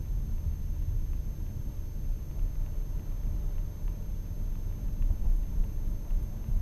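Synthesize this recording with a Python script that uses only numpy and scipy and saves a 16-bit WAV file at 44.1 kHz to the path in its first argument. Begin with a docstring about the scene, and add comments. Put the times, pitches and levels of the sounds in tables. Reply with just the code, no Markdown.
"""Road rumble inside a four-cylinder car that slowly gathers speed on a narrow country road.
The body heaves over bumps, the floor drums and thuds, the suspension knocks and the tyres roar.
The engine's orders swell as they climb through the resonances of exhaust and cabin.
Small ticks, probably grit against the underside, come and go, and faint sizzles join late on.
A camera behind the driver adds a thin electronic whine of its own."""
import sys
import numpy as np
from scipy import signal
from scipy.fft import rfft, irfft, next_fast_len
from scipy.io import wavfile
from scipy.ndimage import uniform_filter1d, map_coordinates

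SR = 44100
rng = np.random.default_rng(int(sys.argv[2]) if len(sys.argv) > 2 else 0)


def pcm_store(signal):
    """Save signal as 16-bit PCM."""
    levels = np.round(np.clip(np.atleast_2d(signal), -1, 1) * 32767)
    wavfile.write(sys.argv[1], SR, levels.astype(np.int16).T)


N = 291501
TIME_S = np.arange(N) / SR


def amp(db):
    """Decibels to gain."""
    return 10 ** (np.asarray(db) / 20)


def unit_rms(x):
    """Scale to rms 1."""
    return x / np.sqrt(np.mean(x ** 2) + 1e-20)


def eq_db(colour, hz):
    """Read a (freq_hz, gain_db) curve on a log frequency axis."""
    freq_hz, gain_db = np.transpose(colour)
    return np.interp(np.log(hz + 1e-3), np.log(freq_hz), gain_db)


def resonance_db(resonances, hz):
    """Summed lift or cut of (centre_hz, width_hz, gain_db) bells."""
    return sum(db / (1 + (2 * (hz - centre) / width) ** 2) for centre, width, db in resonances)


def automation(rows):
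    """One value per sample for each column after the time."""
    times, *columns = np.transpose(rows)
    return [np.interp(TIME_S, times, column) for column in columns]


def swell(centre_s, width_s):
    """A bell-shaped envelope, down to 1/e at width_s either side."""
    return np.exp(-((TIME_S - centre_s) / width_s) ** 2)


def wobble(rate_hz):
    """A smooth random curve with rate_hz knots a second."""
    knots = rng.standard_normal(int(N * rate_hz / SR) + 4)
    return map_coordinates(knots, [TIME_S * rate_hz])


def filtered(x, response):
    """Shape x with a gain that depends on frequency."""
    size = next_fast_len(N + SR // 2)
    return irfft(rfft(x, size) * response(np.fft.rfftfreq(size, 1 / SR)), size)[:N]


def noise(colour, resonances=()):
    """Noise of rms 1 with a broad colour and narrow resonant peaks."""
    white = rng.standard_normal(N)
    return unit_rms(filtered(white, lambda hz: amp(eq_db(colour, hz) + resonance_db(resonances, hz))))


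def levelled(x, samples):
    """Ride the gain to hold x near rms 1 over stretches of this length."""
    power = uniform_filter1d(uniform_filter1d(x ** 2, samples), samples)
    return x / np.sqrt(np.abs(power) + 1e-9)


# Fader ride of the body's rumble: time_s, level_db
RUMBLE_RIDE = [(0, -36), (1.0, -31), (1.8, -36.5), (2.7, -32.5), (3.7, -34.5), (4.6, -33), (5.6, -31),
               (6.6, -31.5)]
# Sub-heavy colour of the rumble: freq_hz, gain_db
RUMBLE_COLOUR = [(4, -42), (8, -6.5), (12, -19), (19, -6.5), (23, -5), (30, 7), (41, -7), (55, -7.5),
                 (80, -35.5), (200, -94)]


def body_rumble(load_db):
    """The body rumbles between bumps, throbbing with the load on the tyres."""
    level_db, = automation(RUMBLE_RIDE)
    return amp(level_db + load_db) * levelled(noise(RUMBLE_COLOUR), samples=3000)


# Fader rides that follow the road surface: time_s, drum_db, tread_db
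SURFACE_RIDE = [(0.0, -39, -59.5), (0.8, -41.5, -59.5), (1.5, -40.5, -60), (2.4, -41.5, -58.5),
                (3.6, -43, -57.5), (4.2, -42.5, -58.5), (5.3, -39.5, -58), (6.0, -40.5, -58),
                (6.6, -40, -57)]
# Boomy colour of the floor's drumming: freq_hz, gain_db
DRUM_COLOUR = [(25, -41), (45, 0.5), (60, 0.5), (80, 0.5), (100, -1.5), (130, -7), (160, -13), (185, -13.5),
               (250, -24), (330, -23), (500, -42), (1500, -61)]
# Midrange colour of the tread's roar: freq_hz, gain_db
TREAD_COLOUR = [(100, -31), (250, -0.5), (350, 0.5), (480, -1), (680, -3.5), (780, -7), (1000, -8),
                (1200, -11), (1700, -15), (2700, -20.5), (3500, -29.5), (8000, -38)]
# Tyre cavity and cabin panel resonances: centre_hz, width_hz, gain_db
CABIN_RESONANCES = [(213.5, 13.4, 10.5), (204.5, 13, 1), (271.5, 34, 3.5), (430, 12, 4.5), (475, 50, -0.5),
                    (597, 13, 5), (880, 50, 1.5), (917, 160, 3.5)]


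def tyres(patches_db, throb_db, tread_trim_db):
    """Coarse asphalt drums on the floor and the tread roars, both through the cabin's resonances."""
    drum_db, tread_db = automation(SURFACE_RIDE)
    drum = levelled(noise(DRUM_COLOUR, CABIN_RESONANCES), samples=6000)
    tread = noise(TREAD_COLOUR, CABIN_RESONANCES)
    return amp(patches_db) * (amp(drum_db + throb_db) * drum + amp(tread_db + tread_trim_db) * tread)


# Brief dips in the rumble: centre_s, dip_db
RUMBLE_DIPS = [(0.39, -8), (1.76, -1), (2.2, -2), (2.86, -2), (3.51, -7), (3.7, -4), (3.8, -8), (4.04, -3),
               (4.22, -1), (4.96, -11), (5.46, -2.5), (6.03, -4), (6.34, -1)]


def road(patchy_db, uneven_db):
    """Rough patches lift the tyre noise; the changing tyre load makes rumble and drumming throb."""
    patches_db = patchy_db * wobble(rate_hz=14)
    dips_db = sum(db * swell(centre_s, width_s=0.02) for centre_s, db in RUMBLE_DIPS)
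    load_db = uneven_db * wobble(rate_hz=22) + dips_db
    return body_rumble(load_db) + tyres(patches_db, throb_db=0.44 * load_db, tread_trim_db=-1)


# The crankshaft's slow climb: time_s, speed_hz
CRANK_SPEED = [(0.0, 36.46), (1.0, 39.42), (2.0, 42.02), (3.0, 44.17), (4.0, 45.95), (5.0, 47.35),
               (6.0, 48.72), (6.61, 49.56)]
# Main engine orders, between resonances: crank_multiple, level_db
MAIN_ORDERS = [(2, -48), (3, -59), (3.5, -54), (4, -58.5), (4.5, -65), (5, -77), (6, -68.5), (6.5, -71.5),
               (7, -71), (8, -69.5), (9.5, -75), (10, -75.5), (10.5, -78), (11.5, -76), (12, -77.5),
               (12.5, -79.5), (13, -75.5), (13.5, -80), (14, -79.5), (15, -81)]
# Standing waves in exhaust and cabin that lift or swallow an order: centre_hz, width_hz, gain_db
STANDING_WAVES = [(76, 5.5, 8), (130, 8, 4), (157, 16, 4.5), (179, 19, -9), (225, 18, 9.5), (260, 24, -7),
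                  (285, 17.4, 11), (298, 8.5, -4), (315.6, 15, 5.5), (344, 24, 6), (390, 35, -9),
                  (435, 22, 9.5), (590, 28, 10)]
# High orders that sing as they cross a panel resonance: crank_multiple, centre_hz, width_hz, peak_db
PANEL_ORDERS = [(21, 950, 40, -78), (29, 1297, 50, -79.5), (40, 1630, 70, -81)]


def engine(waver_db, waver_hz, jitter_turns):
    """Crank half orders glide through resonances; uneven combustion shakes their phase and level."""
    speed_hz, = automation(CRANK_SPEED)
    turns = np.cumsum(speed_hz) / SR + jitter_turns * wobble(rate_hz=25)
    main_db = {round(2 * order) / 2: db for order, db in MAIN_ORDERS}
    partials = []
    for order in np.arange(2, 16, 0.5):
        level_db = main_db.get(order, -49 - 9 * np.log2(order))  # the rest fall 9 dB an octave
        partials.append((order, amp(level_db + resonance_db(STANDING_WAVES, order * speed_hz))))
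    for order, centre_hz, width_hz, peak_db in PANEL_ORDERS:
        off_centre = 2 * (order * speed_hz - centre_hz) / width_hz
        partials.append((order, amp(peak_db) / (1 + off_centre ** 2)))
    hum = np.zeros(N)
    for order, gain in partials:
        waver = unit_rms(amp(waver_db * wobble(waver_hz)))
        hum += gain * waver * np.sqrt(2) * np.sin(2 * np.pi * (order * turns + rng.random()))
    return hum


# The camera's two thin tones: pitch_hz, level_db
WHINE_TONES = [(6308.7, -67.5), (12617.4, -66)]
# Bright colour of its hiss: freq_hz, gain_db
HISS_COLOUR = [(200, -14), (1500, 2.5), (3500, 1), (5000, 0), (6800, -2), (8000, -6), (9500, -6),
               (11000, -8.5), (13600, -5.5), (15000, -47)]


def camera_whine(frame_hz, pause_share, chirr_hz, chirr_db, hiss_db):
    """Over a steady hiss, electronics whine as each picture is read out and pause between pictures."""
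    frames = TIME_S * frame_hz + 0.535
    readout_gate = uniform_filter1d((frames % 1 < 1 - pause_share) * 1.0, size=64)
    whine = np.zeros(N)
    for harmonic, (hz, db) in enumerate(WHINE_TONES, 1):
        restart = np.pi * harmonic * np.floor(frames)  # the lower tone flips each picture and buzzes
        whine += amp(db) * np.sqrt(2) * np.sin(2 * np.pi * hz * TIME_S + restart)
    # a fainter, unsteady chirr sounds early in each picture
    chirr_gate = uniform_filter1d((np.abs(frames % 1 - 0.22) < 0.17) * 1.0, size=100)
    chirr = chirr_gate * np.sin(2 * np.pi * chirr_hz * TIME_S + 1.7 * wobble(rate_hz=50))
    return readout_gate * whine + amp(chirr_db) * chirr + amp(hiss_db) * noise(HISS_COLOUR)


# Colour of a grain's snap on the damped floor: freq_hz, gain_db
SNAP_COLOUR = [(250, -30), (550, -11), (950, 1.5), (1200, -1.5), (1480, -9), (1750, -6.5), (2000, -4),
               (2230, -8), (2700, -3), (3150, -11.5), (3700, -16), (5500, -35)]


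def snap(samples, scatter_db=0):
    """One grain hits the floor: a short minimum-phase ring of peak 1, its colour varied by scatter_db."""
    colour = [(hz, db + rng.normal(0, scatter_db)) for hz, db in SNAP_COLOUR] if scatter_db else SNAP_COLOUR
    log_gain = np.log(amp(eq_db(colour, np.fft.rfftfreq(samples, 1 / SR))))
    causal_cepstrum = irfft(log_gain) * (1 + np.sign(np.fft.fftfreq(samples)))
    ring = irfft(np.exp(rfft(causal_cepstrum)))
    return ring / np.abs(ring).max()


def sand(peak_db, grains_per_s):
    """Fine grains patter on the floor at random, all with the same snap."""
    hits = (rng.random(N) < grains_per_s / SR) * rng.uniform(-0.92, 1, N)
    return amp(peak_db) * signal.fftconvolve(hits, snap(samples=1024))[:N]


# Cues for the louder grit ticks: start_s, level_db
GRIT_CUES = [(0.059, -52.5), (0.382, -53), (0.5365, -55), (0.8242, -53.5), (0.8885, -56), (1.1335, -49.5),
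             (1.466, -55), (2.3126, -50), (2.394, -49), (2.5558, -53), (2.663, -49.5), (2.9958, -53),
             (3.122, -51.5), (3.235, -53), (3.5825, -47), (3.88, -45), (4.5554, -51), (4.725, -55),
             (4.885, -52), (5.0235, -45.5), (5.435, -52), (5.6398, -47.5), (6.108, -47.5), (6.4425, -50)]


def grit(trim_db, tail_db, tail_t60_s):
    """Each grain is one dry snap, a little different in colour; the cabin adds a faint tail."""
    track = np.zeros(N + SR)
    for start_s, level_db in GRIT_CUES:
        tick = snap(samples=4096, scatter_db=1.5)
        t = np.arange(len(tick)) / SR
        reverb = rng.standard_normal(len(t)) * amp(-60 * t / tail_t60_s)
        tail = signal.fftconvolve(tick, reverb / np.linalg.norm(reverb))[:len(t)]
        track[round(start_s * SR):][:len(t)] += amp(level_db + trim_db) * (tick + amp(tail_db) * tail)
    return track[:N]


# Cues for bumps that rock the body: start_s, level_db
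BUMP_CUES = [(0.091, -29), (0.287, -26.5), (0.475, -28), (0.95, -31), (2.068, -28.5), (2.386, -25.5),
             (2.543, -25), (2.737, -28.5), (2.934, -27.5), (3.207, -30), (3.399, -30), (3.564, -28),
             (3.825, -29.5), (4.414, -32.5), (4.835, -25.5), (5.009, -21.5), (5.251, -19), (5.538, -26),
             (6.082, -21.5), (6.374, -29), (6.507, -23)]


def bumps(trim_db, body_hz, detune, rise_s, hold_s, decay_s):
    """Each bump shakes the body on its mounts for a few cycles: it rises quickly, holds and settles."""
    t = np.arange(SR // 2) / SR
    envelope = np.clip(t / rise_s, 0, 1) * np.exp(-np.maximum(t - rise_s - hold_s, 0) / decay_s)
    track = np.zeros(N + SR)
    for start_s, level_db in BUMP_CUES:
        shake = np.sin(2 * np.pi * body_hz * rng.normal(1, detune) * t)
        track[round(start_s * SR):][:len(t)] += amp(level_db + trim_db) * envelope * shake
    return track[:N]


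# Cues for sharper edges in the asphalt: start_s, peak_db
THUD_CUES = [(0.304, -29.5), (0.447, -26.5), (0.636, -34), (0.872, -28), (0.925, -28.5), (1.558, -30),
             (3.268, -29), (3.897, -35), (4.302, -31.5), (4.559, -33), (5.0, -29), (5.099, -27),
             (5.253, -31.5), (5.552, -29), (5.685, -30.5), (6.481, -24), (6.559, -28)]
# The floor's low modes: pitch_hz, gain_db, t60_s
FLOOR_MODES = [(68, 1.5, .12), (90, -2, 0.16), (124, -10, 0.12)]


def floor_thuds(attack_s, detune):
    """An edge in the road, softened by the tyre, rings the floor's low modes."""
    t = np.arange(SR // 3) / SR
    track = np.zeros(N + SR)
    for start_s, peak_db in THUD_CUES:
        ring = np.zeros(len(t))
        for hz, gain_db, t60_s in FLOOR_MODES:
            cycles = hz * rng.normal(1, detune) * t + rng.random()
            ring += amp(gain_db - 60 * t / t60_s) * np.sin(2 * np.pi * cycles)
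        ring *= 1 - np.exp(-(t / attack_s) ** 2)
        track[round(start_s * SR):][:len(t)] += amp(peak_db) * ring / np.abs(ring).max()
    return track[:N]


# Cues for the suspension's knocks: centre_s, level_db
KNOCK_CUES = [(2.38, -60), (2.673, -61), (5.104, -59), (5.254, -56.5), (5.533, -61), (5.925, -59.5),
              (6.073, -59), (6.347, -62)]
# Their dull, boxy colour: freq_hz, gain_db
KNOCK_COLOUR = [(300, -12), (600, 2), (850, 1), (1050, -7), (1400, -17), (3000, -35)]


def suspension_knocks(trim_db, width_s):
    """Short, dull knocks as a wheel drops and is caught."""
    envelope = sum(amp(db + trim_db) * swell(centre_s, width_s) for centre_s, db in KNOCK_CUES)
    return envelope * noise(KNOCK_COLOUR)


# Cues for faint sizzles late in the drive: centre_s
SIZZLE_CUES = [5.375, 5.495, 5.665, 5.735, 5.9, 6.05, 6.235, 6.29, 6.48]
# Their airy colour: freq_hz, gain_db
SIZZLE_COLOUR = [(3000, -30), (7000, -12), (9400, 10), (10300, -3), (11500, 7), (12800, 12), (15000, -10)]


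def sizzles(level_db, width_s, flutter_db):
    """Short, faint swells of high hiss that flutter finely."""
    envelope = sum(swell(centre_s, width_s) for centre_s in SIZZLE_CUES)
    flutter = unit_rms(amp(flutter_db * wobble(rate_hz=140)))
    return amp(level_db) * envelope * flutter * noise(SIZZLE_COLOUR)


def scene():
    """The mono mix behind the driver: steady beds first, then hits and details."""
    mix = road(patchy_db=0.8, uneven_db=2.0)
    mix += engine(waver_db=1.6, waver_hz=9, jitter_turns=0.0006)
    mix += camera_whine(frame_hz=29.97, pause_share=0.051, chirr_hz=5540, chirr_db=-73.5, hiss_db=-67.5)
    mix += sand(peak_db=-55.5, grains_per_s=25)
    mix += grit(trim_db=3.5, tail_db=-7.5, tail_t60_s=0.035)
    mix += bumps(trim_db=1, body_hz=31.67, detune=0.076, rise_s=0.024, hold_s=0.021, decay_s=0.075)
    mix += floor_thuds(attack_s=0.01, detune=0.11)
    mix += suspension_knocks(trim_db=1.5, width_s=0.016)
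    mix += sizzles(level_db=-72.5, width_s=0.028, flutter_db=5.0)
    return mix[None]


def record(dry):
    """The camera keeps nothing above its band limit."""
    return filtered(dry[0], lambda hz: hz < 15150)[None]


dry = scene()
out = record(dry)
pcm_store(out)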